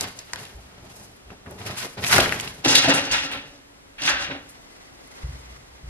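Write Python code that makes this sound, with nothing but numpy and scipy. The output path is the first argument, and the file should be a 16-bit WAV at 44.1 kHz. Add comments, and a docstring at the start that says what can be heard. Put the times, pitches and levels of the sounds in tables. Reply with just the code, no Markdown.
"""Packing clothes into a bed base

Close by, clothes are pushed into a zipped fabric bag in a bed's wooden storage base: cloth rubs and
crinkles, buttons and zip pulls tick. Then, from across the tiled bedroom, things are shoved and wiped
along the far side of the base, which knocks and rings. Bare feet thud on the floor.
A small stereo microphone spreads the treble very wide."""
import sys
import numpy as np
from scipy import signal
from scipy.fft import rfft, irfft, next_fast_len
from scipy.io import wavfile

SR = 44100
rng = np.random.default_rng(int(sys.argv[2]) if len(sys.argv) > 2 else 0)


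def pcm_store(signal):
    """Save signal as 16-bit PCM."""
    levels = np.round(np.clip(np.atleast_2d(signal), -1, 1) * 32767)
    wavfile.write(sys.argv[1], SR, levels.astype(np.int16).T)


N = 259744
T = np.arange(N) / SR
CUTOFF_HZ = 12700


def amp(db):
    """Decibels to gain."""
    return 10 ** (np.asarray(db) / 20)


def rms_one(x):
    """Scale to an rms of 1."""
    return x / np.sqrt(np.mean(x ** 2) + 1e-20)


def dying(t, t60):
    """Exponential decay, 60 dB down after t60 seconds."""
    return np.exp(-np.log(1000) * t / max(t60, 1e-3))


def colour(x, spectrum):
    """EQ by a curve of (frequency [Hz], gain [dB]) points."""
    hz, db = np.transpose(spectrum)
    size = next_fast_len(x.shape[-1] + 4096)
    bins = np.maximum(np.fft.rfftfreq(size, 1 / SR), 1)
    gain = amp(np.interp(np.log(bins), np.log(hz), db))
    return irfft(rfft(x, size) * gain, size)[..., :x.shape[-1]]


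def resonate(x, hz, width_hz):
    """One resonance, unity gain at its peak."""
    r = np.exp(-np.pi * width_hz / SR)
    feedback = [1, -2 * r * np.cos(2 * np.pi * hz / SR), r * r]
    return signal.lfilter(np.array([1, 0, -1]) * (1 - r * r) / 2, feedback, x)


def drift(per_s):
    """A random wander with an rms of 1."""
    knots = rng.standard_normal(2048)
    return rms_one(np.interp(T * per_s, np.arange(len(knots)), knots))


def add(out, s, sound):
    """Mix a sound in at s seconds."""
    start = max(round(s * SR), 0)
    out[..., start:start + sound.shape[-1]] += sound[..., :N - start]


def bedroom(x, wet_db, t60=0.48):
    """Dense reflections off tiles and walls follow the direct sound; the treble dies first."""
    t = T[:SR // 2]
    echoes = rng.standard_normal((2, len(t))) * np.clip(t / 0.0013 - .3, 0, 1)
    dull = signal.sosfilt(signal.butter(2, 4500, fs=SR, output="sos"), echoes)
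    bright_early = 1.53 * np.roll(echoes, 1, axis=0) * dying(t, 0.053)
    tail = dull * dying(t, t60) + bright_early
    tail /= np.sqrt(np.sum((echoes * dying(t, t60)) ** 2) / 2)
    wet = signal.fftconvolve(x, tail, axes=1)[:, :N]
    return (x + amp(wet_db) * wet) / np.hypot(1, amp(wet_db))


def spread(pair, width, lead):
    """Mid/side to left/right; sound from the left arrives there first, a quarter turn ahead in the side."""
    mid, side = pair
    ahead = -signal.hilbert(mid, next_fast_len(N)).imag[:N]
    side = colour(lead * ahead + np.sqrt(1 - lead ** 2) * side, width)
    return np.array([mid + side, mid - side])


def crinkles(per_s, spread_db, pitches=12):
    """Tiny folds buckle at random, each ringing a cycle or two at its own pitch; rows are mid and side."""
    sizes = amp(spread_db * np.minimum(rng.exponential(1, N), 4))
    buckles = sizes * (rng.random(N) < per_s / SR)
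    pitch_index, out = rng.integers(0, pitches, N), 0
    for k, hz in enumerate(np.geomspace(500, 11000, pitches)):
        clicks = buckles * (pitch_index == k) * rng.choice([-1, 1], (2, N))
        out = out + resonate(clicks + 1e-18, hz, 0.54 * hz)
    return rms_one(out)


def stroke(s, swell_s, fade_s):
    """Cloth speeds up from rest, its sound growing as speed squared, then loses 31 dB per fade time."""
    speed = np.clip(1 + (T - s) / max(swell_s, .005), 0, 1)
    return speed ** 2 * amp(-31 * np.clip((T - s) / fade_s, 0, 10))


def rustle(strokes, weave, flutter_db):
    """Each stroke drives bulk, weave and fibres; the cloth catches and slips, so all three flutter."""
    # bands of shifting bulk, weave on weave and single fibres: (low edge [Hz], high edge [Hz])
    cloth_bands = [(65, 900), (900, 5000), (5000, 15000)]
    power = sum((amp([[db + bulk_db], [db], [db + fibre_db]]) * stroke(s, swell_s, fade_s)) ** 2
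                for s, db, swell_s, fade_s, bulk_db, fibre_db in strokes)
    shared_slip, out = drift(per_s=110), 0
    for edges, push in zip(cloth_bands, np.sqrt(power)):
        band = rms_one(signal.sosfilt(signal.butter(4, edges, "band", fs=SR, output="sos"), weave))
        flutter = rms_one(amp(flutter_db * (shared_slip + 2.7 * drift(per_s=60))))
        out = out + band * push * flutter
    return out


def packing():
    """Hands push clothes into the bag, close up: friction hiss full of crinkles."""
    # hand strokes: (peak time [s], rub [dB], swell [s], fade [s], bulk re rub [dB], fibres re rub [dB])
    hand_strokes = [(0.04, -36, 0.68, 0.16, -3, -9), (0.17, -48.5, 0.027, 0.41, -3, -5.5),
                    (0.39, -47.5, 0.18, 0.42, 3.5, -3.5), (0.87, -56, 1.3, 0.68, 4.5, -9),
                    (1.01, -60.5, 0.23, 0.31, 13, 8), (1.33, -55.5, 0.13, 0.059, 9.5, -10),
                    (1.478, -52.5, 0.044, 0.1, 16, -22), (1.505, -58, 0.035, 0.25, 19.5, -1.5),
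                    (1.605, -44.5, 0.048, 0.15, 7.5, -6.5), (1.67, -36.5, 0.067, 0.16, -1.5, -9),
                    (1.71, -42, 0.04, 0.1, 9, -22), (1.785, -36, 0.075, 0.23, -11, -1.5),
                    (1.855, -39, 0.072, 0.045, 6, -2.5), (1.982, -43.5, 0.022, 0.12, 12.5, -8),
                    (2.045, -32, 0.059, 0.061, 4.5, -8), (2.1, -29.5, 0.079, 0.24, -14, 1),
                    (2.14, -24.5, 0.087, 0.26, 0, -2.5), (2.21, -27.5, 0.17, 0.34, 4, -15),
                    (2.335, -41.5, 0.074, 0.17, 0, -2), (2.46, -41, 0.2, 0.19, 2.5, -3),
                    (2.6, -51.5, 0.19, 0.2, 5, -1)]
    # tone of close cloth: (frequency [Hz], gain [dB])
    cloth_tone = [(35, -22), (60, 4), (100, 4), (151, 7), (251, -1.5), (317, -7), (399, 2), (480, -2.5),
                  (560, -1.5), (680, -5.5), (830, -6.5), (1200, -8.5), (1710, -6.5), (1960, -8), (2150, -8),
                  (8820, -20), (11400, -17), (15000, -29)]
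    folds = crinkles(per_s=900, spread_db=2.5)
    weave = colour(rng.standard_normal((2, N)) + amp(-9.5) * folds, cloth_tone)
    return bedroom(rustle(hand_strokes, weave, flutter_db=1.0), wet_db=-7.5)


def air_and_brushing():
    """Steady room air and, late on, the faint, slightly singing brush of soles and clothes."""
    # tone of both air and brushing: (frequency [Hz], gain [dB])
    hush_tone = [(15, -39), (25, 3), (54, 1.5), (150, -5.5), (278, -3), (309, -5.5), (604, -7.5),
                 (811, -10), (879, -11), (2020, -13.5), (2370, -15), (11800, -29.5), (15000, -24.5)]
    # brushes while walking: (peak time [s], rub [dB], swell [s], fade [s])
    brushes = [(4.6, -56, 0.59, 1.5), (4.85, -54.5, 0.93, 3), (5.18, -49, 0.24, 1.5),
               (5.528, -54, 0.24, 0.26), (5.76, -55.5, 0.09, 0.14), (5.88, -53.5, 0.067, 0.18)]
    bulk_db, fibre_db, sole_hz = 0.5, -6.5, 2030
    air = amp(-54) * rms_one(colour(rng.standard_normal((2, N)), hush_tone))
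    friction = colour(rng.standard_normal((2, N)), hush_tone)
    singing_sole = amp(1.5) * resonate(friction, sole_hz, width_hz=120)
    strides = [(*row, bulk_db, fibre_db) for row in brushes]
    return air + amp(-4.5) * rustle(strides, friction + singing_sole, flutter_db=0.72)


def snaps(contacts, width, ring_db, rise_share):
    """Each contact swells for a share of its t60 and dies: pitched crackle, faint ring, bright edge."""
    out, t = np.zeros((2, N)), T[:SR // 3]
    for s, db, hz, t60, treble_db in contacts:
        hz = min(hz, CUTOFF_HZ)
        grit = rng.standard_normal((2, len(t)))
        ring = amp(ring_db) * np.sin(2 * np.pi * hz * t * [[1], [.9]])
        body = rms_one(resonate(resonate(grit, hz, width * hz), hz, width * hz))
        edge = amp(treble_db) * rms_one(resonate(grit, 4400, width_hz=10300))
        envelope = (1 - np.exp(-t / (rise_share * t60))) * dying(t, t60)
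        add(out, s, amp(db) / 2 * (body + ring + edge) * envelope / envelope.max())
    return out


def cracks(contacts, cycles=6.2, edge_hz=6400):
    """The instant a button hits or a fold snaps over: a few hard cycles under a sharp edge."""
    out, t = np.zeros((2, N)), T[:SR // 20]
    for s, db, hz, _, treble_db in contacts:
        pop = np.sin(2 * np.pi * hz * t) * dying(t, cycles / hz)
        edge = amp(treble_db) * np.sin(2 * np.pi * edge_hz * t) * dying(t, 0.00077)
        mid_side = np.array([[1], [rng.choice([-.8, .8])]])
        add(out, s, amp(db) * (pop + edge) * mid_side)
    return out


def ticks():
    """Buttons, zip pulls and snapping folds tick close by; a few fittings clack on the wood."""
    # small contacts: (time [s], level [dB], pitch [Hz], t60 [s], treble [dB])
    contacts = [(0.009, -25.5, 4430, 0.018, 13), (0.1895, -22.5, 4700, 0.017, -14),
                (0.3333, -22.5, 4900, 0.0028, 1), (0.3357, -20.5, 4860, 0.0023, 6),
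                (0.359, -28, 3500, 0.012, -1), (0.4515, -33, 3200, 0.024, -2),
                (1.3035, -32.5, 1680, 0.017, -16), (1.461, -35, 1500, 0.073, -17),
                (1.5096, -35, 11100, 0.018, -14), (1.605, -30, 950, 0.022, -18),
                (1.6637, -28, 1890, 0.034, -15), (1.844, -31, 1310, 0.036, -16),
                (1.973, -35, 980, 0.038, -20), (2.0398, -11, 2380, 0.011, -13),
                (2.046, -10.5, 2840, 0.015, -15), (2.0663, -15, 2220, 0.026, -15),
                (2.1125, -8.5, 1280, 0.025, -18), (2.1275, -4, 1630, 0.024, -7),
                (2.1302, -7, 2800, 0.013, -5), (2.138, -20, 2000, 0.012, -8), (2.1615, -13, 1510, 0.019, 2),
                (2.1812, -1, 1500, 0.021, -7), (2.2008, -6.5, 2560, 0.02, -19),
                (2.2045, -9.5, 3350, 0.024, -2), (2.258, -10.5, 1570, 0.028, -17),
                (2.2928, -11, 2250, 0.012, -12), (2.3238, -5, 1810, 0.0062, -14),
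                (2.341, -24, 2000, 0.018, -14), (2.3988, -16, 2900, 0.014, -3),
                (2.408, -36.5, 7800, 0.023, 15), (2.43, -40, 2950, 0.015, 5),
                (2.4758, -22, 2900, 0.02, -17), (5.074, -50, 9200, 0.025, 2.5)]
    crackle = amp(-3) * snaps(contacts, width=0.86, ring_db=-29, rise_share=0.0058)
    attacks = amp(-1.5) * cracks(contacts)
    return bedroom(crackle + attacks + amp(1) * clacks(), wet_db=-5.5)


def struck(blows, modes, contact_s, place_db=5, place_octaves=0.25):
    """A blow rings every mode; soft contact dulls the high ones, a resting hand shortens the ring."""
    out, t = np.zeros((2, N)), T[:2 * SR]
    swell = 1 - np.exp(-t / contact_s)
    for k, (hz, mode_db, t60) in enumerate(modes):
        wave = (-1) ** k * swell * np.sin(2 * np.pi * (hz * t + [[0], [rng.random()]]))
        for s, db, cut_hz, ring_share, place_hz in blows:
            # the spot struck favours the modes near place_hz
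            lift_db = place_db * np.exp(-(np.log2(hz / place_hz) / place_octaves) ** 2)
            gain = amp(db + mode_db + lift_db + rng.standard_normal()) / np.hypot(1, (hz / cut_hz) ** 2)
            add(out, s, wave * dying(t, t60 * ring_share) * gain)
    return out


def knocks(waver_db=0.5):
    """The wooden base is bumped and rings, wavering slightly."""
    # blows: (time [s], level [dB], contact cut-off [Hz], ring left by the hand [share], favoured [Hz])
    blows = [(0.01, -39, 1200, 0.42, 228), (0.334, -46, 2000, 0.45, 450), (1.853, -41, 723, 0.6, 180),
             (2.181, -26, 1500, 0.4, 640), (2.652, -26, 600, 0.66, 382), (2.714, -33, 500, 0.6, 382),
             (2.874, -18, 1200, 0.81, 242), (2.933, -24.5, 460, 0.36, 280), (3.234, -35, 490, 1, 280),
             (4.09, -41, 510, 0.4, 290), (4.303, -31, 400, 0.46, 280), (4.346, -36, 500, 0.41, 280)]
    # modes of the base: (frequency [Hz], level [dB], t60 [s])
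    base_modes = [(152, -7, 0.32), (179, -6, 0.2), (263, -13, 1.03), (279, -2.5, 0.45), (382, -5, 0.24),
                  (284.1, -16.5, 2.1), (520, -5, 0.43), (550, -14, 1.2), (640, 0, 0.24), (683, 3, 0.17),
                  (850, -19, 0.11)]
    ring = struck(blows, base_modes, contact_s=0.0091)
    return bedroom(ring * amp(waver_db * drift(per_s=25)), wet_db=-11)


def clacks(rise_s=0.00044, side_db=-3.5):
    """A buckle or button strikes wood: a few close modes ring for some milliseconds."""
    # hard fittings on wood: (time [s], level [dB], pitch [Hz], t60 [s])
    hits = [(0.3335, -15, 1820, 0.011), (0.359, -28, 1650, 0.014), (2.1818, -1.5, 1377, 0.015),
            (2.189, -6.5, 640, 0.027)]
    # their modes: (frequency [x pitch], level [dB], decay [x t60])
    modes = [(0.57, -8.5, 1.3), (0.88, -10.5, 1.4), (1, 0, 0.8), (1.14, -15, 1.3), (1.53, -20, 1.2),
             (2.6, -20, 0.9)]
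    out, t = np.zeros((2, N)), T[:SR // 10]
    swell = 1 - np.exp(-t / rise_s)
    for s, db, hz, t60 in hits:
        ring = sum(amp(mode_db) * np.sin(2 * np.pi * ratio * hz * t) * dying(t, t60 * length)
                   for ratio, mode_db, length in modes)
        add(out, s, amp(db) * swell * ring * amp([[0], [side_db]]))
    return out


def floor_thuds():
    """Knees, bare feet and set-down bags thud on the floor, leaving an uneven rumble in the room."""
    # impacts: (time [s], level [dB], contact cut-off [Hz], favoured frequency [Hz])
    impacts = [(0.545, -47.5, 110, 58), (1.256, -51, 70, 58), (2.212, -39, 150, 148),
               (3.102, -40.5, 240, 148), (4.125, -47, 100, 80), (4.205, -47, 100, 80),
               (4.271, -54, 100, 80), (5.233, -31, 134, 80), (5.28, -38, 120, 80), (5.83, -42, 128, 80),
               (5.865, -42, 109, 80)]
    # modes of floor and room: (frequency [Hz], level [dB], t60 [s])
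    floor_modes = [(59.3, 8.5, 0.29), (81.2, -1.5, 0.23), (125, -1, 0.28), (148.5, 2.5, 0.17)]
    undamped = [(s, db, cut_hz, 1, place_hz) for s, db, cut_hz, place_hz in impacts]
    thuds = struck(undamped, floor_modes, contact_s=0.0045)
    t = T[:2 * SR]
    tail = rng.standard_normal((2, len(t))) * dying(t, t60=1.75) * np.clip(t / 0.025, 0, 1)
    tail /= np.sqrt(np.sum(tail ** 2) / 2)
    rumble = signal.fftconvolve(thuds, tail, axes=1)[:, :N]
    return thuds + amp(-8.5) * rumble


def hollow_base(x):
    """Whatever rubs on the base sets its hollow ringing."""
    # resonances of the hollow: (frequency [Hz], width [Hz], gain [dB])
    resonances = [(148, 41, 7), (276, 23, 1.5), (385, 8.3, 6), (516, 60, 5.5), (571, 30, 0), (776, 47, -7),
                  (1136, 16, -7), (1210, 14, 4), (1356, 30, 0.5), (1536, 45, 1.5), (1674, 69, -2),
                  (1793, 46, 2.5), (1900, 22, -1.5), (2620, 37, -3), (2800, 45, 0.5), (3450, 78, -5),
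                  (3800, 77, -3.5), (5260, 40, -6), (6180, 75, 0.5)]
    return x + sum(amp(db) * resonate(x, hz, width_hz) for hz, width_hz, db in resonances)


def shoving():
    """Cloth is shoved and wiped along the far side of the base: a boxy, crackly rasp, wet with room."""
    # shoves: (peak time [s], rub [dB], swell [s], fade [s], bulk re rub [dB], fibres re rub [dB])
    shoves = [(2.658, -15.5, 0.023, 0.091, -2.5, -10.5), (2.695, -19.5, 0.04, 0.26, -6, 0),
              (2.785, -21, 0.038, 0.17, -19, -1.5), (2.86, -22.5, 0.042, 0.17, -7, -7),
              (2.89, -20, 0.042, 0.35, -3, -7.5), (3.15, -23, 0.097, 0.27, -17, -10),
              (3.34, -34.5, 0.19, 0.17, -5, -30), (3.56, -64, 0.31, 0.085, 9, 6.5),
              (4.052, -30, 0.1, 0.084, -9, -8), (4.095, -18, 0.1, 0.076, -13, -6.5),
              (4.17, -30.5, 0.085, 0.12, -15, -30), (4.225, -27.5, 0.11, 0.11, -16, -11),
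              (4.315, -33, 0.079, 0.11, 1, -18)]
    # tone of distant cloth: (frequency [Hz], gain [dB])
    cloth_tone = [(35, -26), (60, 2), (151, -0.5), (214, 1.5), (276, 3), (324, 5), (381, -1.5), (633, -2.5),
                  (727, 0), (938, -5.5), (2840, -2), (8040, -26.5), (8820, -28.5), (11600, -31),
                  (15000, -78)]
    # stiff fabric scuffing the base: (time [s], level [dB], pitch [Hz], t60 [s], treble [dB])
    contacts = [(2.647, -17, 2830, 0.04, -9), (2.682, -25, 5000, 0.11, -28),
                (2.7515, -6, 3230, 0.066, -6.5), (2.936, -25.5, 7660, 0.18, -19),
                (3.112, -23.5, 4440, 0.18, -10), (3.13, -34, 1750, 0.089, -28),
                (3.31, -31.5, 2490, 0.22, -7), (3.465, -60.5, 9900, 0.26, -12.5),
                (3.982, -35, 1900, 0.14, -16), (4.019, -26, 2980, 0.034, -10), (4.07, -22, 1310, 0.35, -30),
                (4.488, -50.5, 9500, 0.15, 0)]
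    friction = rng.standard_normal((2, N)) + amp(-7) * crinkles(per_s=600, spread_db=1.0)
    rasp = amp(-4) * hollow_base(rustle(shoves, colour(friction, cloth_tone), flutter_db=0.9))
    scuffs = amp(1) * hollow_base(snaps(contacts, width=1.0, ring_db=-40, rise_share=.018))
    return bedroom(rasp, wet_db=-4.5) + bedroom(scuffs, wet_db=-2)


def scene():
    """Near packing and thuds, far shoving and knocks, in one quiet room."""
    # stereo width of the near, far and background layers: (frequency [Hz], side gain [dB])
    near_width = [(60, -69), (110, -57), (200, -21), (380, -12.5), (690, -7.5), (1280, -1), (2350, 1.5),
                  (4330, 2.5), (14700, 7.5)]
    far_width = [(60, -24), (110, -57), (200, -22), (380, -11), (690, -9), (1280, -0.5), (2350, 2),
                 (4330, 5), (8000, 8)]
    hush_width = [(60, -40), (110, -8), (200, -2.5), (380, 1.5), (690, 2.5), (2350, 4), (8000, 8.5)]
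    wood = knocks()
    near = spread(packing() + ticks() + floor_thuds(), near_width, lead=0.18)
    far = spread(shoving() + wood, far_width, lead=0.5)
    hush = spread(air_and_brushing(), hush_width, lead=0.12)
    return (near + far + hush) * amp([[.2], [-.2]])


def record(dry):
    """A soft clip rounds the highest peaks; a steep low-pass cuts the top."""
    rounded = dry / (1 + (dry / .85) ** 4) ** .25
    return signal.sosfilt(signal.butter(20, CUTOFF_HZ, fs=SR, output="sos"), rounded)


dry = scene()
out = record(dry)
pcm_store(out)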